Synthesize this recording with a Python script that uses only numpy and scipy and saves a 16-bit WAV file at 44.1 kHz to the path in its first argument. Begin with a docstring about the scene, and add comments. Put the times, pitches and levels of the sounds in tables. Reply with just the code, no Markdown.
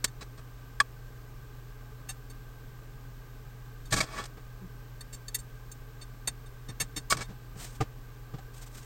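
"""An extractor fan hums in a small kitchen, and almost at once steel clatters: pasta is being served.
Tongs click and scrape, a frying pan is knocked, then set down and slid onto the hob, and the steel
counter thuds. Each impact excites the normal modes of the struck body, while friction adds a rasp.
A brief low groan follows the slide, and near the end a cloth wipes the counter in a hiss of fibres.
The fan runs throughout; all is heard through one close, nearly mono microphone."""
import sys
import numpy as np
from scipy.fft import rfft, irfft, next_fast_len
from scipy.io import wavfile
from scipy.ndimage import map_coordinates

SR = 44100
rng = np.random.default_rng(int(sys.argv[2]) if len(sys.argv) > 2 else 0)


def master_out(mix):
    """Clip the mix to full scale and print it as 16-bit PCM to the path in sys.argv[1]."""
    frames = np.transpose(np.atleast_2d(mix))
    ceiling = np.clip(frames, -1, 1)
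    pcm = np.round(ceiling * 32767).astype(np.int16)
    wavfile.write(sys.argv[1], SR, pcm)


N = 390285

# tones of the fan motor: f/Hz, rms level/dB
MOTOR_TONES = [(30, -76), (36.3, -50), (120.2, -49.5), (269, -73.5), (403, -71)]
# duct resonances: f/Hz, nominal width/Hz, rms level/dB
DUCT_MODES = [(23, 12, -55), (48.6, 15, -56.5), (99, 39, -66.5), (134.7, 19.4, -58.5), (260.3, 75, -64),
              (438, 35, -65.5), (831, 41, -71.5), (1032, 79, -71), (1190, 115, -66), (1569, 88, -64.5)]
# hiss of the air: f/Hz, spectral level/dB
AIR_SPECTRUM = [(15, -1.5), (35, 3.5), (90, -15), (300, -9), (600, -10), (1300, -19), (1900, -16.5),
                (3500, -21), (7000, -24.5), (12500, -27), (16000, -33)]
# the tong arms touch: t/s, relative level/dB, contact/s, tilt/(dB/octave), f/Hz favoured by the spot
TONG_CONTACTS = [ (.041, -30, .007, 1, 4700), (0.074, -51, .013, -3, 7000), (2.087, -36.5, .021, .5, 2700),
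                 (2.297, -52.5, 0.018, 1, 4330), (3.853, -53.5, .019, 1.5, 7100),
                 (5.007, -41, 0.0079, 1, 1890), (5.125, -43.5, .026, 2.5, 7600),
                 (5.281, -37.5, 0.0071, 1, 6900), (5.3441, -26.5, .012, 3.5, 1876),
                 (5.384, -46.5, .02, 5, 7200), (5.714, -45, .012, 6, 6900), (6.011, -48, 0.022, -1.5, 4400),
                 (6.273, -26.5, 0.012, -2, 3100), (6.458, -56, .014, 0, 4360),
                 (6.684, -44.5, 0.022, -5, 5700), (6.799, -26, 0.02, -1, 2950),
                 (6.961, -32.5, 0.021, 0, 5300), (7.099, -29.5, 0.0089, 2, 5000),
                 (7.169, -41, 0.0032, -6, 5300), (7.23, -53, 0.028, -5, 4465)]
# soft bumps on the counter: t/s, relative level/dB, contact/s, f/Hz favoured by the spot
COUNTER_CONTACTS = [ (0.042, -36, 0.0034, 470), (2.087, -48, 0.023, 775), (3.917, -27, 0.025, 131),
                    (3.95, -34, 0.033, 180), (3.955, -34, 0.049, 42), (4.002, -39.5, 0.011, 300),
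                    (4.367, -42.5, 0.017, 161), (6.685, -40, 0.021, 190), (6.8, -40.5, 0.03, 326),
                    (6.963, -37.5, 0.015, 300), (7.125, -40, 0.04, 130), (7.282, -41.5, 0.031, 185),
                    (7.554, -40, 0.011, 120), (7.803, -20.5, 0.011, 92), (7.807, -27, 0.0077, 775),
                    (7.808, -33, 0.017, 300), (8.335, -35, 0.014, 100), (8.381, -45, .012, 730)]
# blows on the pan: columns as for the tongs, then rasp over ring/dB
PAN_CONTACTS = [ (.0425, -20.5, .005, 2.8, 640, 20), (.207, -42, .022, -2, 4060, 6),
                (.373, -53.5, 0.024, -1.5, 690, 0), (.801, -15.5, 0.0042, 1.2, 1730, -11),
                (.8025, -20.5, 0.0096, 0, 1140, -18), (3.905, -40.5, 0.029, 3, 1750, 14),
                (3.921, -24, 0.022, .5, 1740, 5.5), (3.957, -29.5, .034, 0.7, 1330, 7),
                (4.003, -22.5, 0.011, 0.5, 1950, -3), (4.018, -37, 0.023, -1.5, 1320, 18),
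                (4.238, -41.5, 0.0057, 0.5, 1750, 20), (4.254, -44, 0.0069, 0.5, 1750, 18),
                (7.102, -24, 0.023, 2.5, 1138, 1), (7.124, -17, .0035, -1.5, 1420, -5),
                (7.133, -40, .017, -1.5, 1130, 10), (7.169, -36.5, .007, 1, 1130, 3),
                (7.18, -38.5, 0.021, -3, 1130, 16), (7.204, -35.5, 0.023, -1, 2250, 5)]
# normal modes of each body: f/Hz, level/dB
TONG_RESONANCES = [(1770, -8.5), (1960, -16.5), (2200, -17), (2700, -13.5), (3650, -2.5), (3960, -27),
                   (4465, 0.5), (5370, -11.5), (5840, -36), (6360, -6), (6510, -6), (7170, -7),
                   (7540, -9.5), (8070, -17), (8510, 1), (8840, -8.5), (10480, 2.5), (12880, -10.5),
                   (13400, -21), (15200, -21)]
COUNTER_RESONANCES = [(42, -7), (85, -4.5), (122, 6.5), (190, -11.5), (300, -6.5), (447, -7), (550, -33),
                      (775, -13.5), (1200, -10.5)]
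PAN_RESONANCES = [(640, -7), (825, -15), (1138, 3), (1315, -4.5), (1450, -13), (1670, -2.5), (1760, -1),
                  (1880, -9), (2255, -1), (2510, -7), (2690, -14.5), (3250, -5), (3400, -6), (3890, -9),
                  (4060, -9), (4390, -3), (4790, -2.5), (5060, -6), (8240, -4)]
# friction noise of each surface: f/Hz, spectral level/dB
TONG_FRICTION = [(100, 3.5), (600, 6), (2500, 7), (4500, 5.5), (8500, 9.5), (11000, -3), (16000, -28)]
COUNTER_FRICTION = [(20, 4.5), (60, -15), (160, 1.5), (400, -14), (900, -14), (2000, -20), (8000, -31.5),
                    (16000, -57)]
PAN_FRICTION = [(80, 6), (500, 3), (1400, 2.5), (3000, -1.5), (5000, 2), (8500, 1.5), (11500, -12),
                (16000, -35)]
CLOTH_FRICTION = [(200, 3), (900, 3.5), (3000, 1), (6000, 2), (8500, 5), (11500, -5.5), (16000, -18)]
# strokes of the cloth: t/s, duration/s, level/dB
CLOTH_STROKES = [(7.563, 0.14, -44), (7.681, 0.11, -55.5), (8.529, 0.088, -54.5), (8.608, 0.047, -50.5),
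                 (8.655, 0.033, -54), (8.698, 0.14, -52.5), (8.82, 0.04, -53)]
# stereo spread: f/Hz, side over mid/dB
SIDE_RESPONSE = [(2400, -82), (4400, -32.5), (8100, -22.5), (15000, -12)]
# microphone response: f/Hz, gain/dB
MIC_RESPONSE = [(8700, 0), (9600, -7.5), (10600, -9), (11700, 3.5), (13200, 6), (14000, -1), (15200, 11)]


def amp(db):
    """Decibels to amplitude ratio."""
    return 10 ** (np.asarray(db) / 20)


def unit(x):
    """Scale to rms 1."""
    return x / np.sqrt(np.mean(x ** 2) + 1e-20)


def along(points, hz):
    """Gain of (f/Hz, level/dB) points joined on a log axis."""
    f, db = np.transpose(points)
    return amp(np.interp(np.log(hz + 1), np.log(f + 1), db))


def wobble(rate):
    """A smooth random curve, rate knots a second."""
    return map_coordinates(rng.standard_normal(int(N * rate / SR) + 4), [np.arange(N) * rate / SR])


def filtered(x, response):
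    """Linear filtering: the spectrum of x times a frequency response."""
    size = x.shape[-1]
    padded = next_fast_len(size + SR // 10)
    return irfft(rfft(x, padded) * response(np.fft.rfftfreq(padded, 1 / SR)), padded)[..., :size]


def noise(response, size=N):
    """Coloured noise of rms 1."""
    return unit(filtered(rng.standard_normal(size), response))


def resonance(f, hz, width):
    """Response of a damped oscillator."""
    return 1j * f * width / (hz * hz - f * f + 1j * f * width)


def add(track, s, sound):
    """Superpose a sound on the track at time s."""
    part = track[max(round(s * SR), 0):][:len(sound)]
    part += sound[:len(part)]


def stroke(seconds, skew):
    """A half-sine swell and release; skew over 1 delays the peak."""
    return np.sin(np.pi * np.linspace(0, 1, round(seconds * SR)) ** skew)


def fan():
    """Rotation gives a slightly unsteady hum; airflow hisses and drives the duct's resonances."""
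    t = np.arange(N) / SR
    hum = np.zeros(N)
    for hz, db in MOTOR_TONES:
        peak = np.sqrt(2) * amp(db + 0.25 * wobble(12))
        hum += peak * np.sin(2 * np.pi * hz * t + 0.38 * wobble(2.4))
    duct = sum(amp(db) * noise(lambda f: resonance(f, hz, 1.47 * width) ** 2)
               for hz, width, db in DUCT_MODES)
    hiss = amp(-58) * noise(lambda f: along(AIR_SPECTRUM, f))
    return hum + duct + hiss


def contacts(rows, modes, friction, width_hz, direct_db, ring_t60, rasp_t60,
             sag_db, scatter_db, rise_share, spot_db):
    """Modal ringing plus friction noise: each contact swells, then dies away quickly."""
    track, t = np.zeros(N), np.arange(SR // 5) / SR
    hz, mode_db = np.transpose(modes)
    detune = 0.0062  # from contact to contact each mode shifts by a small share of its pitch
    mode_t60 = ring_t60 * (hz[:, None] / np.median(hz)) ** -0.25  # high modes die first
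    # chatter is heard partly direct, partly through the modes, most through the strong ones
    share = unit(amp(mode_db / 2))[:, None]
    modal = lambda f: np.linalg.norm(share * resonance(f, hz[:, None], width_hz), axis=0)
    body = lambda f: along(friction, f) * np.hypot(amp(direct_db), modal(f))
    for s, db, contact_s, tilt_db, spot_hz, rasp_db in rows:
        hardness = lambda f: amp(tilt_db * np.log2(f + 20))
        near = np.exp(-(np.log2(hz / spot_hz) / 0.11) ** 2)
        struck_db = mode_db + near * (spot_db - mode_db)  # modes near spot_hz tend to spot_db
        strength = hardness(hz) * amp(struck_db + scatter_db * rng.standard_normal(len(hz)))
        pitches = hz * (1 + detune * rng.standard_normal(len(hz)))
        partials = np.sqrt(2) * np.sin(2 * np.pi * (pitches[:, None] * t + rng.random((len(hz), 1))))
        chatter = noise(lambda f: body(f) * hardness(f), size=len(t))
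        progress = t / contact_s
        pressure = np.minimum(progress / rise_share, 1) * amp(sag_db * np.minimum(progress, 1))
        after_s = np.maximum(t - contact_s, 0)
        fade = lambda t60: amp(-60 * after_s / t60)
        ring = strength @ (partials * fade(mode_t60)) / np.linalg.norm(strength)
        settle_s = rasp_t60 * (contact_s / 0.0077) ** 0.4  # a tap settles sooner than a scrape
        rasp = amp(rasp_db) * chatter * fade(settle_s)
        add(track, s, amp(db) * pressure * (ring + rasp) / np.hypot(1, amp(rasp_db)))
    return track


def tongs():
    """Impact of the thin arms gives short steel clicks; their rasp is nearly all resonance."""
    rasp_db = lambda contact_s: -4.3 + 3 * np.log2(contact_s / 0.013)  # a longer contact rubs more
    clicks = [(s, db, contact_s, tilt_db, hz, rasp_db(contact_s))
              for s, db, contact_s, tilt_db, hz in TONG_CONTACTS]
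    return amp(1.5) * contacts(
        clicks, TONG_RESONANCES, TONG_FRICTION, width_hz=43, direct_db=-13, ring_t60=0.039,
        rasp_t60=0.044, sag_db=-3, scatter_db=3.5, rise_share=0.28, spot_db=1)


def counter():
    """Sheet steel thuds in its low modes under pan, hand and plate; stiff spots are higher, brighter."""
    rasp_db, neutral_hz = -3.5, 115
    bumps = [(s, db, contact_s, 0.8 * np.log2(hz / neutral_hz), hz, rasp_db)
             for s, db, contact_s, hz in COUNTER_CONTACTS]
    return amp(-0.5) * contacts(
        bumps, COUNTER_RESONANCES, COUNTER_FRICTION, width_hz=44, direct_db=-4.5, ring_t60=0.055,
        rasp_t60=0.07, sag_db=0.5, scatter_db=1.5, rise_share=0.4, spot_db=5)


def pan_knocks():
    """Blows excite the pan's inharmonic modes, heard as short clanks."""
    return amp(0.5) * contacts(
        PAN_CONTACTS, PAN_RESONANCES, PAN_FRICTION, width_hz=24, direct_db=-6.5, ring_t60=0.025,
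        rasp_t60=0.04, sag_db=-1.5, scatter_db=5.5, rise_share=0.29, spot_db=14)


def pan_slide():
    """Stick-slip friction on the hob drives the pan's modes, swelling with speed, fading as it brakes."""
    start_s, peak_s, peak_db = 4.04, 4.195, -34
    swell_db_per_s, brake_db_per_s = 138, 316
    grit = rng.standard_normal(N) * amp(1.2 * wobble(250) + 0.82 * wobble(45))
    modal = lambda f: sum(amp(db) * resonance(f, hz, width=20) for hz, db in PAN_RESONANCES)
    body = lambda f: modal(f) + amp(-15) * along(PAN_FRICTION, f)
    dulling = [(300, 1.5), (1150, 2.5), (3000, -4), (8000, -8.5)]  # f/Hz, gain/dB: duller than a blow
    grate = unit(filtered(grit, lambda f: body(f) * along(dulling, f)))
    t = np.arange(N) / SR
    level_db = peak_db + np.minimum(swell_db_per_s * (t - peak_s), brake_db_per_s * (peak_s - t))
    return (t > start_s) * amp(level_db) * grate


def groan():
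    """A brief low groan: a fundamental and its second harmonic glide down in pitch."""
    start_s, level_db, start_hz, sag_hz_per_s = 4.6, -44, 198, 340
    track, swell = np.zeros(N), stroke(seconds=0.078, skew=1.2)
    hz = start_hz - sag_hz_per_s * np.arange(len(swell)) / SR
    phase = 2 * np.pi * np.cumsum(hz) / SR
    tone = unit(np.sin(phase) + amp(-12) * np.sin(2 * phase))
    add(track, start_s, amp(level_db) * swell * tone)
    return track


def cloth():
    """Friction of fibres on steel gives broadband noise that follows the pressure of uneven strokes."""
    pressure = np.zeros(N)
    for s, seconds, db in CLOTH_STROKES:
        add(pressure, s, amp(db) * stroke(seconds, skew=1.04))
    brushing = noise(lambda f: along(CLOTH_FRICTION, f)) * amp(2.4 * wobble(120))
    return pressure * unit(brushing)


def scene():
    """The sounds superpose nearly in mono, with a faint stereo width added in the treble."""
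    mid = tongs() + pan_knocks() + pan_slide() + counter() + groan() + cloth() + fan()
    side = filtered(mid, lambda f: 1j * along(SIDE_RESPONSE, f))
    return np.array([mid + side, mid - side])


def record(dry):
    """The small microphone acts as a band-limited filter with dips and peaks in its treble."""
    top_hz = 16050
    return filtered(dry, lambda f: along(MIC_RESPONSE, f) * (f < top_hz))


dry = scene()
out = record(dry)
master_out(out)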